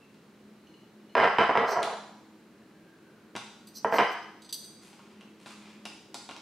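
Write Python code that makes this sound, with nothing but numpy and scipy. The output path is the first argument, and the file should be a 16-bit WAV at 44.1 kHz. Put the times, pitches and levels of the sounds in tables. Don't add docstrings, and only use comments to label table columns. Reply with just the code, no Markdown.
import sys
import numpy as np
from scipy import signal
from scipy.fft import rfft, irfft
from scipy.io import wavfile
from scipy.ndimage import uniform_filter1d, minimum_filter1d

SR = 44100
rng = np.random.default_rng(int(sys.argv[2]) if len(sys.argv) > 2 else 0)


def digitize_waveform(pressure):
    field = np.atleast_2d(pressure).T
    bounded = np.clip(field, -1, 1)
    quanta = np.round(bounded * 32767).astype(np.int16)
    wavfile.write(sys.argv[1], SR, quanta)


N = 282681
TIME = np.arange(N) / SR

# start_s, level_db, brightness_hz
BOTTLE_KNOCKS = [(1.1525, -9, 3080), (1.385, -6.5, 3630), (1.3955, -12, 2400), (1.4945, -14, 1270),
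                 (1.554, -10, 1600), (1.574, -7.5, 3430), (1.688, -25, 1100), (1.7725, -17, 860),
                 (1.961, -35, 795), (3.8465, -11.5, 1010), (3.9245, -11.5, 1050), (3.941, -14, 1270),
                 (3.9845, -6, 4550), (3.990, -17.5, 2420), (4.008, -16, 1000)]
# start_s, length_s, level_db, brightness_hz
BOTTLE_DRAGS = [(1.162, 0.086, -23, 2360), (1.383, 0.043, -23.5, 2520), (1.492, 0.019, -24, 1450),
                (1.553, 0.024, -24.5, 1610), (1.605, 0.046, -29.5, 1200), (3.852, 0.031, -34, 1160),
                (3.924, 0.04, -30.5, 1500), (3.984, .028, -23.5, 2200)]
# start_s, length_s, level_db, brightness_hz
RIM_SKIMS = [(1.675, 0.12, -31, 920)]
# frequency_hz, level_db
THUD_SPECTRUM = [(40, -48), (110, -11.5), (220, 6), (310, -22), (450, -1.5), (900, 11), (1400, 5),
                 (2100, 2.5), (2800, -1), (3500, -9.5), (4400, -11.5), (6500, -24), (8000, -15),
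                 (12000, -26), (16000, -6)]
# pitch_hz, level_db, t60_s
BOTTLE_MODES = [(253, -30.5, 0.04), (421, -25.5, 0.063), (458.7, -25, 0.19), (645, -17, 0.019),
                (738, -39, 0.13), (886, -31.5, 0.027), (996, -34, 0.079), (1200, -44, 0.32),
                (1318, -21, 0.04), (1340, -24, 0.082), (1583, -23.5, 0.039), (1630, -20.5, 0.059),
                (1906, -28.5, 0.057), (1957, -27.5, 0.11), (3018, -29, 0.056), (5014, -27.5, 0.044),
                (6060, -37.5, 0.038)]
# start_s, level_db, brightness_hz
CAP_HITS = [(.6705, -51, 6400), (.7403, -51.5, 6000), (1.095, -54.5, 5050)]
# pitch_hz, level_db, t60_s
CAP_MODES = [(2927, 10.5, 0.059), (4140, -4, 0.16), (4216, 1, 0.13), (6200, -4.5, 0.055)]
# start_s, length_s, level_db, start_pitch_hz
POUR_WHISTLES = [(0, 0.07, -68, 2700), (2.549, 0.97, -70.5, 1714)]

# start_s, level_db, brightness_hz
PLATE_TAPS = [(0.1442, -46, 6950), (1.8297, -12.5, 7350), (1.853, -40, 8100), (2.0608, -59, 5000),
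              (3.353, -21.5, 2830), (3.3632, -17, 6400), (4.9306, -37, 3500), (4.993, -40, 2500),
              (5.21, -32.5, 4660), (5.4603, -28.5, 3500), (5.8542, -18.5, 8500), (6.1442, -18, 10500),
              (6.2904, -23.5, 3420), (6.311, -29, 7200), (6.3641, -29, 6360)]
# frequency_hz, level_db
CLACK_SPECTRUM = [(80, -1), (250, 6.5), (600, 6.5), (950, 11.5), (1750, -3.5), (2400, 7.5), (4200, 2.5),
                  (6000, 0), (9000, -0.5), (12000, -6), (16000, -16.5)]
# pitch_hz, level_db, t60_s
PLATE_MODES = [(1010, -50, 0.012), (1393, -26, 0.038), (2350, -51, 0.039), (2540, -31, 0.024),
               (4070, -35, 0.018)]
# start_s, length_s, level_db, brightness_hz
TOAST_CUTS = [(4.81, 0.072, -63, 12000), (4.95, 0.16, -69, 3500), (5.39, .05, -64.5, 6000),
              (5.455, 0.051, -55.5, 6500), (5.60, 0.094, -60, 4000), (6.145, 0.03, -68, 8000),
              (6.36, 0.052, -82, 4000)]
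# frequency_hz, level_db
CRUST_SPECTRUM = [(40, -48), (200, -2), (700, -5), (1200, -1), (1750, -7.5), (2400, -1), (4000, -5.5),
                  (6000, -6.5), (9500, -3.5), (12000, -10), (16000, -28)]

# start_s, level_db, brightness_hz
STEEL_CLINKS = [(3.6717, -38.5, 13900), (3.971, -43, 15000), (4.4202, -41.5, 7450), (4.4467, -42, 7000),
                (4.492, -37.5, 5960), (4.5265, -20, 11400), (4.539, -33, 14000), (4.645, -38, 14100)]
# frequency_hz, level_db
SNAP_SPECTRUM = [(300, -98), (2000, -20), (3200, 7), (5000, -9), (9000, 3), (12000, -3), (16000, -25)]
# pitch_hz, level_db, t60_s
STEEL_MODES = [(3320, -4.5, 0.051), (3900, -5, 0.27), (4460, -4.5, 0.09), (4280, -1.5, 0.079),
               (4760, -11, 0.089), (4732, 6, 0.05), (5840, -15.5, 0.13), (6070, 0, 0.1), (8140, -5, 0.037),
               (7940, -0.5, 0.082), (10060, -1, 0.071), (10080, -5, 0.15), (11200, -7, .08),
               (11600, -11, .08), (11900, 1.5, 0.08), (13350, -25, .1), (14260, -4, .1), (15680, -22, .15)]
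# pitch_hz, level_db, t60_s
TINE_MODES = [(8650, 3, 0.37)]
# start_s, length_s, level_db, brightness_hz
STEEL_RUBS = [(1.66, 0.061, -47.5, 5200), (3.738, 0.033, -49.5, 9000), (3.905, 0.064, -50, 12000),
              (4.10, 0.024, -60.5, 15200)]
# pitch_hz, level_db, width_hz
SQUEAK_BANDS = [(4226, -5, 240), (4675, -3.5, 130), (5300, 1, 360), (5960, 3, 25), (6250, -4, 150),
                (7700, -4.5, 50), (8130, -5, 36), (10000, -5, 340), (11140, -3.5, 100), (12080, 1, 100),
                (14200, -11, 110)]

# frequency_hz, level_db
AIR_SPECTRUM = [(15, -49), (25, -40.5), (180, -8), (212, -2), (242, -8.5), (416, -10), (451, -13.5),
                (591, -18), (695, -20.5), (1400, -23), (2910, -29), (3620, -33), (4030, -30), (4740, -35),
                (16000, -47)]
# pitch_hz, level_db, width_hz
FAN_BANDS = [(210.9, -61.5, 1.65), (319.4, -65.5, 1.4), (365, -74, 16)]
# delay_s, gain
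EARLY_ECHOES = [(.0029, 0.44), (.0047, -0.2), (.0066, -0.24), (0.0116, -.2), (0.0162, -0.37)]
# frequency_hz, t60_s
TAIL_DECAY = [(150, 0.2), (400, .5), (1000, 0.6663), (2800, 0.7), (7000, 0.92), (14000, 0.36)]
# frequency_hz, level_db
TAIL_SPECTRUM = [(150, 2), (500, -7), (1000, 1), (2000, 0.5), (5000, 2.5), (14000, -1)]
# frequency_hz, side_gain_db
STEREO_WIDTH = [(30, -29), (120, -22), (250, -19.5), (500, -13.5), (1000, -12), (2000, -8), (4000, -6),
                (14000, 0.5)]


def bottle(judder_hz=330, unevenness=0.45, spread_db=3.0, grit_db=-12):
    body = low_cut(ring(BOTTLE_MODES, click(THUD_SPECTRUM)), hz=78)
    catch_hz = judder_hz * np.exp(unevenness * wander(samples=120))
    catches = np.diff(np.floor(np.cumsum(catch_hz) / SR), prepend=0)
    catches *= amp(spread_db * rng.standard_normal(N))
    grit = amp(grit_db) * unit(slips(per_s=5000, spread_db=6.0))
    judder = signal.fftconvolve(unit(catches - catches.mean()) + grit, body)[:N]
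    knocks = strike(BOTTLE_KNOCKS, body, chatter=0.76, chatter_s=0.0031)
    drags = stroke(BOTTLE_DRAGS, judder, rise=0.1, release=3.02)
    skims = stroke(RIM_SKIMS, low_cut(judder, hz=520) * rocking(), rise=0.084, release=4.84)
    return knocks + drags + skims


def rocking(rock_hz=38, depth_db=4, drift=0.196):
    rate_hz = rock_hz * np.exp(drift * wander(samples=2000))
    return amp(depth_db * np.sin(2 * np.pi * np.cumsum(rate_hz) / SR))


def plates(settle_s=0.0063, settle_db=-6, settle_brightness=0.49):
    body = low_cut(ring(PLATE_MODES, click(CLACK_SPECTRUM)), hz=116)
    settles = [(s + settle_s, db + settle_db, hz * settle_brightness) for s, db, hz in PLATE_TAPS]
    return strike(PLATE_TAPS + settles, body, chatter=1.93, chatter_s=0.0025)


def cutlery(contact_db=7, contact_t60_s=0.025, snap_db=9, tine_db=-30.5):
    free_ring = ring(STEEL_MODES, amp(snap_db) * click(SNAP_SPECTRUM))
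    punch = 1 + amp(contact_db - 60 * TIME[:SR] / contact_t60_s)
    body = low_cut(free_ring * punch, hz=2350)
    tines = amp(tine_db) * strike(STEEL_CLINKS, ring(TINE_MODES), chatter=0.066, chatter_s=0.0024)
    squeak = unit(bands(slips(per_s=3500, spread_db=6.5), SQUEAK_BANDS))
    rubs = stroke(STEEL_RUBS, squeak, rise=0.65, release=2.8)
    return strike(STEEL_CLINKS, body, chatter=0.65, chatter_s=0.006) + tines + rubs


def cap():
    return strike(CAP_HITS, low_cut(ring(CAP_MODES), hz=1500), chatter=1.0, chatter_s=0.008)


def toast():
    crumbs = shaped(slips(per_s=1500, spread_db=5.5), CRUST_SPECTRUM)
    return stroke(TOAST_CUTS, crumbs, rise=0.16, release=5.1)


def spout(flutter_hz=70, sag_per_s=0.2):
    out = np.zeros(N)
    for start_s, length_s, db, hz in POUR_WHISTLES:
        progress = np.arange(0, 1, 1 / (length_s * SR))
        flutter = unit(soften(rng.standard_normal(N), flutter_hz))[:len(progress)]
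        cycles = np.cumsum(hz * (1 - sag_per_s * length_s * progress)) / SR
        swell = np.sqrt(np.sin(np.pi * progress))
        add(out, start_s, amp(db) * swell * unit(flutter * np.sin(2 * np.pi * cycles)))
    return out


def room_tone(air_db=-56.5):
    mid, side = (amp(air_db) * unit(shaped(rng.standard_normal(N), AIR_SPECTRUM)) for _ in range(2))
    hum = bands(rng.standard_normal(N), FAN_BANDS)
    return widen(mid + hum, side)


def kitchen(dry, wet_db, early_db, pan_db):
    near = dry.copy()
    for delay_s, gain in EARLY_ECHOES:
        add(near, delay_s, amp(early_db) * gain * dry)
    far = signal.fftconvolve(dry[None], widen(tail(), tail()), axes=1)[:, :N]
    pan = amp(np.array([[pan_db], [-pan_db]]) / 2)
    return pan * near + amp(wet_db) * far


def tail(build_s=0.0067):
    hz, t, noise = signal.stft(rng.standard_normal(SR), SR, nperseg=256)
    t60 = read(TAIL_DECAY, hz)[:, None]
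    decay = amp(read(TAIL_SPECTRUM, hz)[:, None] - 60 * t / t60)
    equal_energy = np.sqrt(2 * np.log(1000) / (t60 * SR))
    bloom = 1 - np.exp(-(TIME[:SR] / build_s) ** 2)
    return signal.istft(noise * decay * equal_energy, SR, nperseg=256)[1][:SR] * bloom


def widen(mid, side):
    side = shaped(side, STEREO_WIDTH)
    return np.array([mid + side, mid - side])


def strike(hits, body, chatter, chatter_s):
    out, fade = np.zeros(N), np.exp(-TIME[:1024] / chatter_s)
    for start_s, db, brightness_hz in hits:
        force = chatter * rng.standard_normal(len(fade)) * fade / np.linalg.norm(fade)
        force[0] += 1
        force /= np.linalg.norm(force)
        wave = soften(body, brightness_hz)
        add(out, start_s, amp(db) * signal.fftconvolve(wave / abs(wave).max(), force))
    return out


def stroke(strokes, friction, rise, release, db_per_octave=30):
    cutoffs_hz = np.geomspace(500, 16000, 6)
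    shades = [unit(soften(friction, hz)) for hz in cutoffs_hz]
    out = np.zeros(N)
    for start_s, length_s, db, brightness_hz in strokes:
        span = slice(round(start_s * SR), round(start_s * SR) + SR)
        progress = (TIME[span] - start_s) / length_s
        fade_db = -60 * np.maximum(progress - 1, 0) / release
        cutoff_hz = brightness_hz * 2 ** (fade_db / db_per_octave)
        blend = np.interp(cutoff_hz, cutoffs_hz, np.arange(len(shades)))
        rub = sum(np.sqrt(np.maximum(1 - abs(blend - k), 0)) * x[span] for k, x in enumerate(shades))
        out[span] += np.clip(progress / rise, 0, 1) * amp(db + fade_db) * rub
    return out


def ring(modes, transient=(0,)):
    t = TIME[:SR]
    wave = sum((-1) ** k * amp(db - 60 * t / t60) * np.sin(2 * np.pi * hz * t)
               for k, (hz, db, t60) in enumerate(modes))
    add(wave, 0, transient)
    return wave


def click(spectrum, size=4096):
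    log_gain = np.log(amp(read(spectrum, abs(np.fft.fftfreq(size, 1 / SR)))))
    wave = np.fft.ifft(np.exp(np.conj(signal.hilbert(log_gain)))).real
    return wave / abs(wave).max()


def slips(per_s, spread_db):
    catches = (rng.random(N) < per_s / SR) * rng.choice([-1, 1], N)
    return catches * amp(spread_db * np.minimum(rng.exponential(1, N), 3))


def wander(samples):
    return unit(uniform_filter1d(rng.standard_normal(N), size=samples))


def bands(noise, peaks):
    hz, spectrum = np.fft.rfftfreq(N, 1 / SR), rfft(noise)
    return sum(amp(db) * unit(irfft(spectrum / (1 + ((hz - centre) / width) ** 2), N))
               for centre, db, width in peaks)


def soften(x, hz):
    return signal.lfilter(*signal.butter(2, min(hz, 0.45 * SR), fs=SR), x)


def low_cut(x, hz):
    return signal.sosfilt(signal.butter(3, hz, "high", fs=SR, output="sos"), x)


def shaped(x, curve):
    return irfft(rfft(x) * amp(read(curve, np.fft.rfftfreq(len(x), 1 / SR))), len(x))


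def read(curve, hz):
    points_hz, values = np.transpose(curve)
    return np.interp(np.log(hz + 1), np.log(points_hz + 1), values)


def add(mix, start_s, sound):
    part = mix[max(round(start_s * SR), 0):][:len(sound)]
    part += sound[:len(part)]


def amp(db):
    return 10 ** (np.asarray(db) / 20)


def unit(x):
    return x / np.sqrt(np.mean(x ** 2) + 1e-20)


def scene():
    syrup = kitchen(bottle() + cap() + spout(), wet_db=-1.0, early_db=-7, pan_db=-1.7)
    meal = kitchen(toast() + plates(), wet_db=0.5, early_db=-4.5, pan_db=0.5)
    steel = kitchen(cutlery(), wet_db=-1.5, early_db=6.5, pan_db=-2.5)
    return syrup + meal + steel + room_tone()


def record(dry):
    ceiling, window_samples, top_hz = 0.38, 177, 15800
    gain = np.minimum(1, ceiling / (abs(dry).max(0) + 1e-9))
    limited = dry * uniform_filter1d(minimum_filter1d(gain, window_samples), window_samples)
    low_pass = signal.firwin(511, top_hz, window=("kaiser", 9), fs=SR)
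    return signal.oaconvolve(limited, low_pass[None], "same")


dry = scene()
out = record(dry)
digitize_waveform(out)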